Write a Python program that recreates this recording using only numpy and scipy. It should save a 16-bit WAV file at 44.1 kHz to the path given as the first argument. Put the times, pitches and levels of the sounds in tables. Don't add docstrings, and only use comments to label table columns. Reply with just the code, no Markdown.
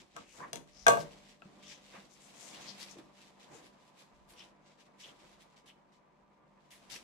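import sys
import numpy as np
from scipy import signal
from scipy.fft import rfft, irfft, next_fast_len
from scipy.io import wavfile
from scipy.ndimage import uniform_filter1d, map_coordinates

SR = 44100
rng = np.random.default_rng(int(sys.argv[2]) if len(sys.argv) > 2 else 0)


def store_wav(level_fs):
    pcm = np.round(np.clip(np.atleast_2d(level_fs), -1, 1) * 32767)
    wavfile.write(sys.argv[1], SR, pcm.T.astype(np.int16))


N = 310023

# t/s, glove rustle/dB, dull brushing/dB
RESTLESS_HANDS = [(0, -76.5, -73.5), (.7, -73.5, -73), (1.1, -64, -64.5), (1.32, -66.5, -68.5),
                  (1.39, -79, -75), (1.45, -69, -66.5), (2.06, -71.5, -69.5), (2.25, -68, -67.5),
                  (2.6, -61, -58.5), (2.95, -70, -63), (3.1, -75, -69), (3.75, -72.5, -68),
                  (4.2, -77.5, -68.5), (4.9, -82, -68.5), (5.2, -68.5, -66.5), (5.75, -83.5, -69.5),
                  (6.4, -86, -72.5), (7.03, -67.5, -65)]


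def amp(db):
    return 10 ** (np.asarray(db) / 20)


def unit(x):
    return x / np.sqrt(np.mean(x ** 2) + 1e-20)


def along(points, hz):
    freqs, values = np.transpose(points)
    return np.interp(np.log(hz + 1), np.log(freqs + 1), values)


def curves(rows):
    times, *columns = np.transpose(rows)
    return [np.interp(np.arange(N) / SR, times, column) for column in columns]


def wobble(rate):
    return map_coordinates(rng.standard_normal(int(N * rate / SR) + 4), [np.arange(N) * rate / SR])


def filtered(x, response):
    size = next_fast_len(N + SR // 2)
    return irfft(rfft(x, size) * response(np.fft.rfftfreq(size, 1 / SR)), size)[..., :N]


def rush(gain, alike, source=None):
    pair = rng.standard_normal((2, N)) if source is None else source
    turn = lambda hz: np.arccos(np.clip(along(alike, hz), -1, 1)) / 2
    mid, side = filtered(pair, lambda hz: gain(hz) * [np.cos(turn(hz)), np.sin(turn(hz))])
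    return unit(np.array([mid + side, mid - side]))


def colour(points):
    return lambda hz: amp(along([(0.98, -120)] + list(points) + [(SR / 2, -90)], hz))


def sides(pan_db):
    return amp(np.array([pan_db / 2, -pan_db / 2]))


def add(track, start, sound):
    track[..., round(start * SR):][..., :sound.shape[-1]] += sound


def swells(rows, fade_stretch=1.04):
    t, main, part = np.arange(N) / SR, np.zeros(N), np.zeros(N)
    for peak, db, rise, part_db in rows:
        bell = amp(db) * np.exp(-((t - peak) / np.where(t < peak, rise, fade_stretch * rise)) ** 2)
        main += bell
        part += amp(part_db) * bell
    return main, part


def background(hum_hz=49.43, waver_db=2.5, whine_db=-74.5, whine_heard_s=2.4):
    # t/s, hum before scaling/dB, rumble/dB
    low_levels = [(0.0, -79, -79), (0.72, -66.5, -77.5), (0.9, -60.5, -57), (1.41, -66, -83.5),
                  (1.59, -55.5, -77), (2.23, -70.5, -83), (2.64, -56.5, -79.5), (3.72, -69.5, -83),
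                  (4.01, -76, -92.5), (4.15, -67.5, -70), (4.86, -69, -89), (5.25, -69, -76.5),
                  (5.83, -74.5, -85.5), (6.83, -70, -82.5), (7.03, -88, -72)]
    # multiple of its base pitch, relative level/dB
    harmonics = [(3, -2.5), (4, 3.5), (5, -8), (6, -9), (9, -8), (12, -2.5), (15, -7.5), (20, -8),
                 (24, -11)]
    # f/Hz, relative level/dB
    air_colour = [(90, -24), (150, -11), (200, -2), (300, -6), (470, -15), (600, -10), (850, -21),
                  (990, -12.5), (1200, -15.5), (1350, -25), (2500, -25.5), (7000, -47.5), (15500, -59.5)]
    rumble_colour = [(20, -18.5), (35, 0.5), (50, -3), (80, -7), (110, -32)]
    # f/Hz, likeness
    air_likeness = [(60, 0.6), (180, 0.15), (550, 0.25), (1650, 0.08), (4970, 0.1), (15000, 0.039)]
    # f/Hz, width/Hz, relative level/dB
    bands = [(910, 12, -2), (990, 28, 0), (1180, 10, -3)]
    hum_db, rumble_db = curves(low_levels)
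    turns = np.cumsum(hum_hz * (1 + 0.00327 * wobble(4.4))) / SR
    tones = np.zeros((2, N))
    for k, db in harmonics:
        strength = amp(db + waver_db * wobble(12.0))
        tones += strength * np.sin(2 * np.pi * k * turns + 1.6 * rng.standard_normal((2, 1)) * k / 12)
    hum = amp(-71 + 0.65 * (hum_db + 69.0)) * unit(tones)
    air_db = -71.5 + 0.59 * (hum_db + 64.5) + 0.61 * wobble(5.4)
    air = amp(air_db) * rush(colour(air_colour), air_likeness)
    whine_peaks = lambda f: sum(amp(db) / (1 + ((f - hz) / width) ** 2) for hz, width, db in bands)
    whine = amp(whine_db) * rush(whine_peaks, alike=[(1000, 0.27)])
    whine /= 1 + np.exp((whine_heard_s - np.arange(N) / SR) / 0.099)
    rumble = amp(rumble_db) * rush(colour(rumble_colour), alike=[(50, 0.39)])
    return air + whine + hum + rumble


def room(x):
    # f/Hz, time to fade by 60 dB/s
    echo_times = [(200, 0.59), (1000, 0.19), (4000, 0.21), (12000, 0.24)]
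    hz, t, noise = signal.stft(rng.standard_normal((2, SR // 2)), SR, nperseg=256)
    tail = signal.istft(noise * amp(-60 * t / along(echo_times, hz)[:, None]), SR, nperseg=256)[1]
    delayed = np.pad(x, ((0, 0), (150, 0)))
    echo = signal.fftconvolve(delayed, tail / np.linalg.norm(tail[0]), axes=1)[:, :N]
    return filtered(echo, lambda f: (1j * f / (250 + 1j * f)) ** 2)


def brushing(steady_low_db=-3.5):
    # peak t/s, level/dB, swell time/s, low part relative to the level/dB
    drags = [(.01, -74.5, 0.037, 10), (.2, -65.5, 0.035, 8.5), (.42, -52.5, 0.053, -5),
             (.58, -62.5, 0.041, 7.5), (1.05, -60, 0.021, 9.5), (1.5, -86, 0.057, 16),
             (1.953, -57.5, 0.022, -17), (1.99, -63, 0.031, -5), (2.595, -69, 0.023, 1),
             (2.98, -72, 0.065, 4.5), (3.56, -62, 0.079, -1), (4.41, -69.5, 0.064, -6),
             (5.09, -68, 0.041, -8), (6.95, -68, 0.035, 0)]
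    # t/s, level/dB, f/Hz, time to fade by 60 dB/s
    bumps = [(.534, -52.5, 940, 0.3), (0.884, -39, 119, 0.094), (.995, -40, 159, 0.14),
             (1.29, -56.5, 248, 0.087), (1.422, -45.5, 1330, 0.033), (1.456, -44.5, 190, 0.075),
             (1.942, -49.5, 518, 0.079), (1.981, -51, 202, 0.18), (2.956, -48, 413, 0.057),
             (2.969, -41.5, 342, 0.037), (2.986, -42, 320, 0.056), (3.549, -51.5, 460, 0.097)]
    # f/Hz, relative level/dB
    palm_colour = [(300, -20.5), (500, -1), (1000, -2.5), (1400, -9), (2400, -15)]
    cloth_colour = [(90, -14.5), (150, 0.5), (210, -0.5), (400, -3), (600, -23)]
    steady = amp(curves(RESTLESS_HANDS)[1])
    drag, drag_low = swells(drags)
    lumps = unit(amp(1.7 * wobble(40)))
    palm = (steady + drag) * rush(colour(palm_colour), alike=[(800, 0.3)])
    cloth = (amp(steady_low_db) * steady + drag_low) * rush(colour(cloth_colour), alike=[(200, 0.69)])
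    knocks, t = np.zeros(N + SR), np.arange(SR // 4) / SR
    for start, db, hz, fade in bumps:
        knock = amp(db - 60 * t / fade) * np.sin(2 * np.pi * hz * t)
        add(knocks, start, knock * (1 - np.exp(-t / 0.0014)))
    return lumps * (palm + cloth) + knocks[:N]


def ticks():
    # t/s, level/dB, f/Hz, left minus right/dB
    taps_and_snaps = [(1.006, -42.5, 5240, 6), (1.4203, -46.5, 2610, 10), (2.6833, -56, 4590, 7.5),
                      (2.829, -47, 5370, 21), (4.337, -54, 4500, 2), (5.008, -53, 5500, 2),
                      (5.038, -54.5, 2950, 4.5), (5.049, -55, 3000, 2), (5.0988, -61, 3160, -1),
                      (6.93, -54, 5000, 5), (6.9613, -40.5, 2530, -5), (6.963, -40.5, 5600, 3)]
    out, t = np.zeros((2, N + SR)), np.arange(SR // 50) / SR
    for start, db, hz, pan_db in taps_and_snaps:
        lowpass = signal.butter(2, min(1.1 * hz, SR / 3), fs=SR, output='sos')
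        noise = signal.sosfilt(lowpass, rng.standard_normal(len(t)))
        tick = np.sin(2 * np.pi * hz * t) * amp(-60 * t / 0.012) + 2.1 * noise * amp(-60 * t / 0.0037)
        add(out, start, amp(db) * sides(pan_db)[:, None] * tick * (1 - np.exp(-t / 0.0001)))
    return out[:, :N]


def scrapes_and_squelches(left_above_hz=3100, left_db_per_octave=18.5):
    # middle t/s, level/dB, centre pitch/Hz, length/s, width as a share of the pitch
    events = [(0.176, -45.5, 1210, 0.017, 0.14), (0.307, -68, 2570, 0.13, 0.22),
              (0.358, -70, 6600, 0.15, 0.23), (0.417, -50, 1020, 0.032, 0.062),
              (.439, -42.5, 1065, 0.022, 0.067), (.44, -53.5, 1760, 0.03, 0.14),
              (0.813, -63, 5480, 0.12, .16), (1.009, -53, 4440, .05, 0.83),
              (1.699, -60.5, 3280, 0.13, 0.16), (1.706, -62.5, 5800, 0.093, 0.18),
              (1.955, -54.5, 1040, 0.019, 0.46), (1.957, -56, 2250, 0.042, 0.29),
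              (2.131, -70.5, 6300, 0.066, 0.3), (2.247, -70.5, 7100, 0.077, 0.22),
              (2.45, -62, 6800, 0.15, 0.26), (2.567, -59, 3800, 0.031, 0.13),
              (2.631, -67, 6460, 0.052, 0.12), (2.694, -47.5, 4800, 0.034, 0.18),
              (2.702, -55.5, 3280, 0.04, 0.07), (2.819, -51, 4470, 0.042, 0.4),
              (2.912, -59, 5830, 0.032, 0.28), (3.558, -70, 6770, 0.073, 0.18),
              (4.394, -67.5, 5550, 0.045, 0.074), (4.406, -56, 3020, 0.057, 0.16),
              (5.023, -64.5, 5800, 0.035, 0.15), (5.044, -53, 3120, 0.03, 0.12),
              (5.091, -57, 3050, 0.023, 0.11), (5.699, -61, 3010, 0.034, 0.18),
              (6.737, -66.5, 2100, 0.043, 0.18), (6.931, -49.5, 4960, 0.033, 0.46),
              (6.945, -53, 2960, 0.012, .06)]
    out, hz = np.zeros((2, N + SR)), np.fft.rfftfreq(SR // 2, 1 / SR)
    for middle, db, centre_hz, length, width in events:
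        pan_db = left_db_per_octave * max(np.log2(centre_hz / left_above_hz), 0)
        t = np.arange(round(3 * length * SR)) / SR
        mid, side, roughness = rng.standard_normal((3, SR // 2))
        grain = amp(2.8 * unit(uniform_filter1d(roughness, size=70)))
        pair = np.array([mid + 0.61 * side, mid - 0.44 * side]) * grain
        band = unit(irfft(rfft(pair) / (1 + ((hz - centre_hz) / (width * centre_hz)) ** 2)))
        swell = np.exp(-((t - 1.484 * length) / (0.55 * length)) ** 2)
        add(out, middle - 1.5 * length, amp(db) * sides(pan_db)[:, None] * swell * band[:, :len(t)])
    return out[:, :N]


def gloves(rustle_hiss_db=-16.5):
    # peak t/s, level/dB, swell time/s, hiss relative to the level/dB
    strokes = [(.01, -62.5, 0.017, -20), (.19, -63, 0.045, -29), (.38, -67, 0.087, -10),
               (.69, -69, 0.011, -24), (.8, -76, 0.075, -13), (1.29, -72, 0.033, -17),
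               (1.72, -59, 0.022, -22), (1.93, -63, 0.1, -15.5), (2.25, -84, 0.1, -2),
               (2.45, -65, 0.13, -11), (2.64, -64, 0.2, -20), (2.82, -60, 0.033, -5),
               (2.9, -60.5, 0.034, -13), (2.99, -64, 0.0095, -11), (3.22, -64.5, 0.052, -15.5),
               (3.44, -66.5, 0.035, -19.5), (3.56, -67, 0.059, -10.5), (3.66, -67, 0.018, -11.5),
               (3.88, -73, 0.023, -11), (4.01, -64.5, 0.034, -11.5), (4.315, -66, 0.025, -1.5),
               (4.41, -62, 0.048, -16), (4.69, -72, 0.049, -27), (4.805, -65, 0.021, -18),
               (4.865, -72.5, 0.016, -18), (4.995, -72, 0.016, -12), (5.3, -71, 0.044, -13),
               (5.42, -67.5, 0.016, -10), (6.84, -75.5, 0.057, -12), (6.985, -64, 0.026, -18)]
    # t/s, level/dB, length/s, hiss relative to the level/dB
    crinkles = [(1.622, -64.5, 0.13, -19), (3.395, -70, 0.051, -17), (4.996, -60, 0.11, -14),
                (5.559, -65, 0.047, -18), (5.655, -61.5, 0.046, -11.5), (5.918, -78.5, 0.058, -19),
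                (6.703, -60, 0.068, -5.5), (6.895, -54, 0.078, -8.5)]
    # f/Hz, relative level/dB
    rub_colour = [(1000, -17), (2000, 0.5), (3500, 0), (6000, -5), (8000, -8.5), (10000, -42)]
    hiss_colour = [(6000, -22), (8000, -8.5), (10000, 0), (13000, -10.5), (15500, -14)]
    rustle = amp(curves(RESTLESS_HANDS)[0])
    stroke, stroke_hiss = swells(strokes)
    clumps = amp(1.5 * wobble(50) + wobble(20) + 2.6 * wobble(900))
    slips = clumps * rng.standard_normal((2, N))
    rub = rush(colour(rub_colour), alike=[(2000, 0.11), (8000, 0.04)], source=slips)
    hiss = rush(colour(hiss_colour), alike=[(9000, 0.076)], source=slips)
    bursts, t = np.zeros((2, N + SR)), np.arange(SR // 5) / SR
    for start, db, length, hiss_db in crinkles:
        shape = np.exp(-(t / length) ** 6) * (1 - np.exp(-(t / 0.004) ** 2))
        add(bursts, start, amp([[db], [db + hiss_db]]) * shape)
    rub *= rustle + stroke + bursts[0, :N]
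    hiss *= amp(rustle_hiss_db) * rustle + stroke_hiss + bursts[1, :N]
    return sides(0.4)[:, None] * (rub + hiss)


def ring(hz, db, fade, t, phase=0, scatter_db=1.2):
    strength = amp(db + scatter_db * rng.standard_normal(hz.shape) - 60 * t / fade)
    return strength * np.sin(2 * np.pi * hz * t + phase)


def knife(rest_s=1.024, left_lead_s=0.00035):
    # t/s, blade strength/dB, board strength/dB, damping by the hand, brightness/(dB per octave)
    touches = [(0.1644, -42.5, -46.5, 1.74, 3), (.4034, -60, -43.5, 6.1, 5),
               (0.5303, -30.5, -43, 1.5, -5.5), (0.5564, -36, -50.5, 1.48, -5.5),
               (0.5676, -48, -60.5, 2.2, -2), (0.572, -48.5, -60.5, 2.2, 4), (0.6745, -62.5, -68.5, 2, 4.5),
               (0.8665, -21.5, -20, 1.35, 7.5), (.8814, -18.5, -17.5, 1.13, 2.5),
               (.8952, -35, -32.5, 0.63, -3.5), (0.9041, -36.5, -27, 1.2, 3.2),
               (0.9201, -37, -31.5, 1.7, -1.5), (0.9348, -46, -32, 0.84, 3.5), (0.9536, -43, -37, 1.5, 0),
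               (.9715, -41, -28.5, 1.73, -1), (1.4212, -80, -49.5, 5, 3.5)]
    # f/Hz, relative level/dB, base fade time/s
    blade_tones = [(2295, -14.5, 0.09), (2810, -21.5, 0.33), (3400, -21, 0.26), (3580, -5.5, 0.05),
                   (4225, -6, 0.042), (5150, -7, 0.011), (6220, -1, 0.03), (6040, -15, 0.13),
                   (6770, -1.5, 0.028), (7900, 3, 0.016), (8600, -19, 0.12), (9220, -3, 0.018),
                   (10000, -7, .014), (10500, -1.5, 0.012), (12000, -7.5, .009), (14100, -5, .009)]
    # f/Hz, relative level/dB, base fade time/s, left minus right/dB, left side's head start/rad
    board_tones = [(129, -21, 0.46, 2.5, -0.5), (153.2, -18.5, 0.99, -2, -2.5),
                   (205.2, -21, 0.5, -2.5, -1.9), (413.6, -15, 0.49, -1, 0), (474.6, -2.5, 0.28, 0, 2),
                   (575.8, -3, 0.34, 3.5, -3), (616, -14.5, 0.36, -9.5, -1), (677.6, 2, 0.12, 7.5, -0.5),
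                   (842, -11.5, 0.15, -10.5, 1), (931, -5.5, 0.25, 1, 3.5), (970, -9, 0.11, -3, 3.5),
                   (1146, -18.5, 0.067, 2, 2.5), (1136, -5.5, 0.24, -7.5, 3.5), (1220, -20, 0.22, 11, 0),
                   (1350, -18, 0.2, 6, 2.5), (1570.3, -2.5, 0.18, 8.5, 2.7), (1740, -21, 0.11, 4.5, 3),
                   (1980, -20, 0.054, 4, 1.5), (2127, -22.5, 0.14, -3.5, 3), (2495, -18, 0.084, 7.5, 2)]
    blade, board, t = np.zeros((2, N + SR)), np.zeros((2, N + SR)), np.arange(SR // 3) / SR
    steel_hz, steel_db, steel_fade = np.transpose(blade_tones)[:, :, None]
    hz, db, fade, pan_db, lead = np.transpose(board_tones)[:, :, None]
    phases = np.array([lead / 2, -lead / 2])
    facing = (-1) ** np.arange(len(hz))[:, None]
    for start, blade_db, board_db, damping, bright_db in touches:
        mute = amp(-450 * np.clip(start + t - rest_s, 0, None) * (start < rest_s))
        rattle_shape = amp(-16 - 60 * t / 0.0078) + amp(-38 - 60 * damping * t / 0.16)
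        rattle = rng.standard_normal((2, len(t))) * rattle_shape
        struck = ring(steel_hz, steel_db, steel_fade / damping ** 2, t).sum(0)
        rattle_ring = signal.fftconvolve(rattle, struck[None] * amp(-60 * t / .005), axes=1)[:, :len(t)]
        add(blade, start + 0.0011, amp(blade_db) * (struck + rattle_ring + amp(6) * rattle) * mute)
        tones = facing * ring(hz, db + bright_db * np.log2(hz / 700), 0.77 * fade / damping, t, phases)
        noise = [[1, 0.32], [1, -0.39]] @ rng.standard_normal((2, len(t)))
        thud = amp(-2.0 - 60 * damping * t / 0.31) * uniform_filter1d(noise, size=26)
        knock = np.sum(sides(pan_db) * tones, 1) + thud
        add(board, start - .0012, amp(board_db) * knock * (1 - np.exp(-t / 0.0011)) * mute)
    left_first = lambda f: np.exp(2j * np.pi * np.array([[.5], [-.5]]) * f * left_lead_s)
    bright_band = lambda f: 1j * f / (1800 + 1j * f) / (1 + 1j * f / 7500) ** 2
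    blade = filtered(blade, lambda f: left_first(f) * bright_band(f))
    board = filtered(board, lambda f: (1j * f / (110 + 1j * f)) ** 2)
    return board + sides(8)[:, None] * blade


def scene():
    clatter = knife()
    handling = gloves() + scrapes_and_squelches() + ticks() + brushing()
    echo = room(amp(-7.5) * clatter + amp(-6.0) * handling)
    return clatter + handling + echo + background()


def record(dry, top_hz=15700):
    return filtered(dry, lambda hz: np.clip((top_hz - hz) / 600 + .5, 0, 1) ** 2)


dry = scene()
out = record(dry)
store_wav(out)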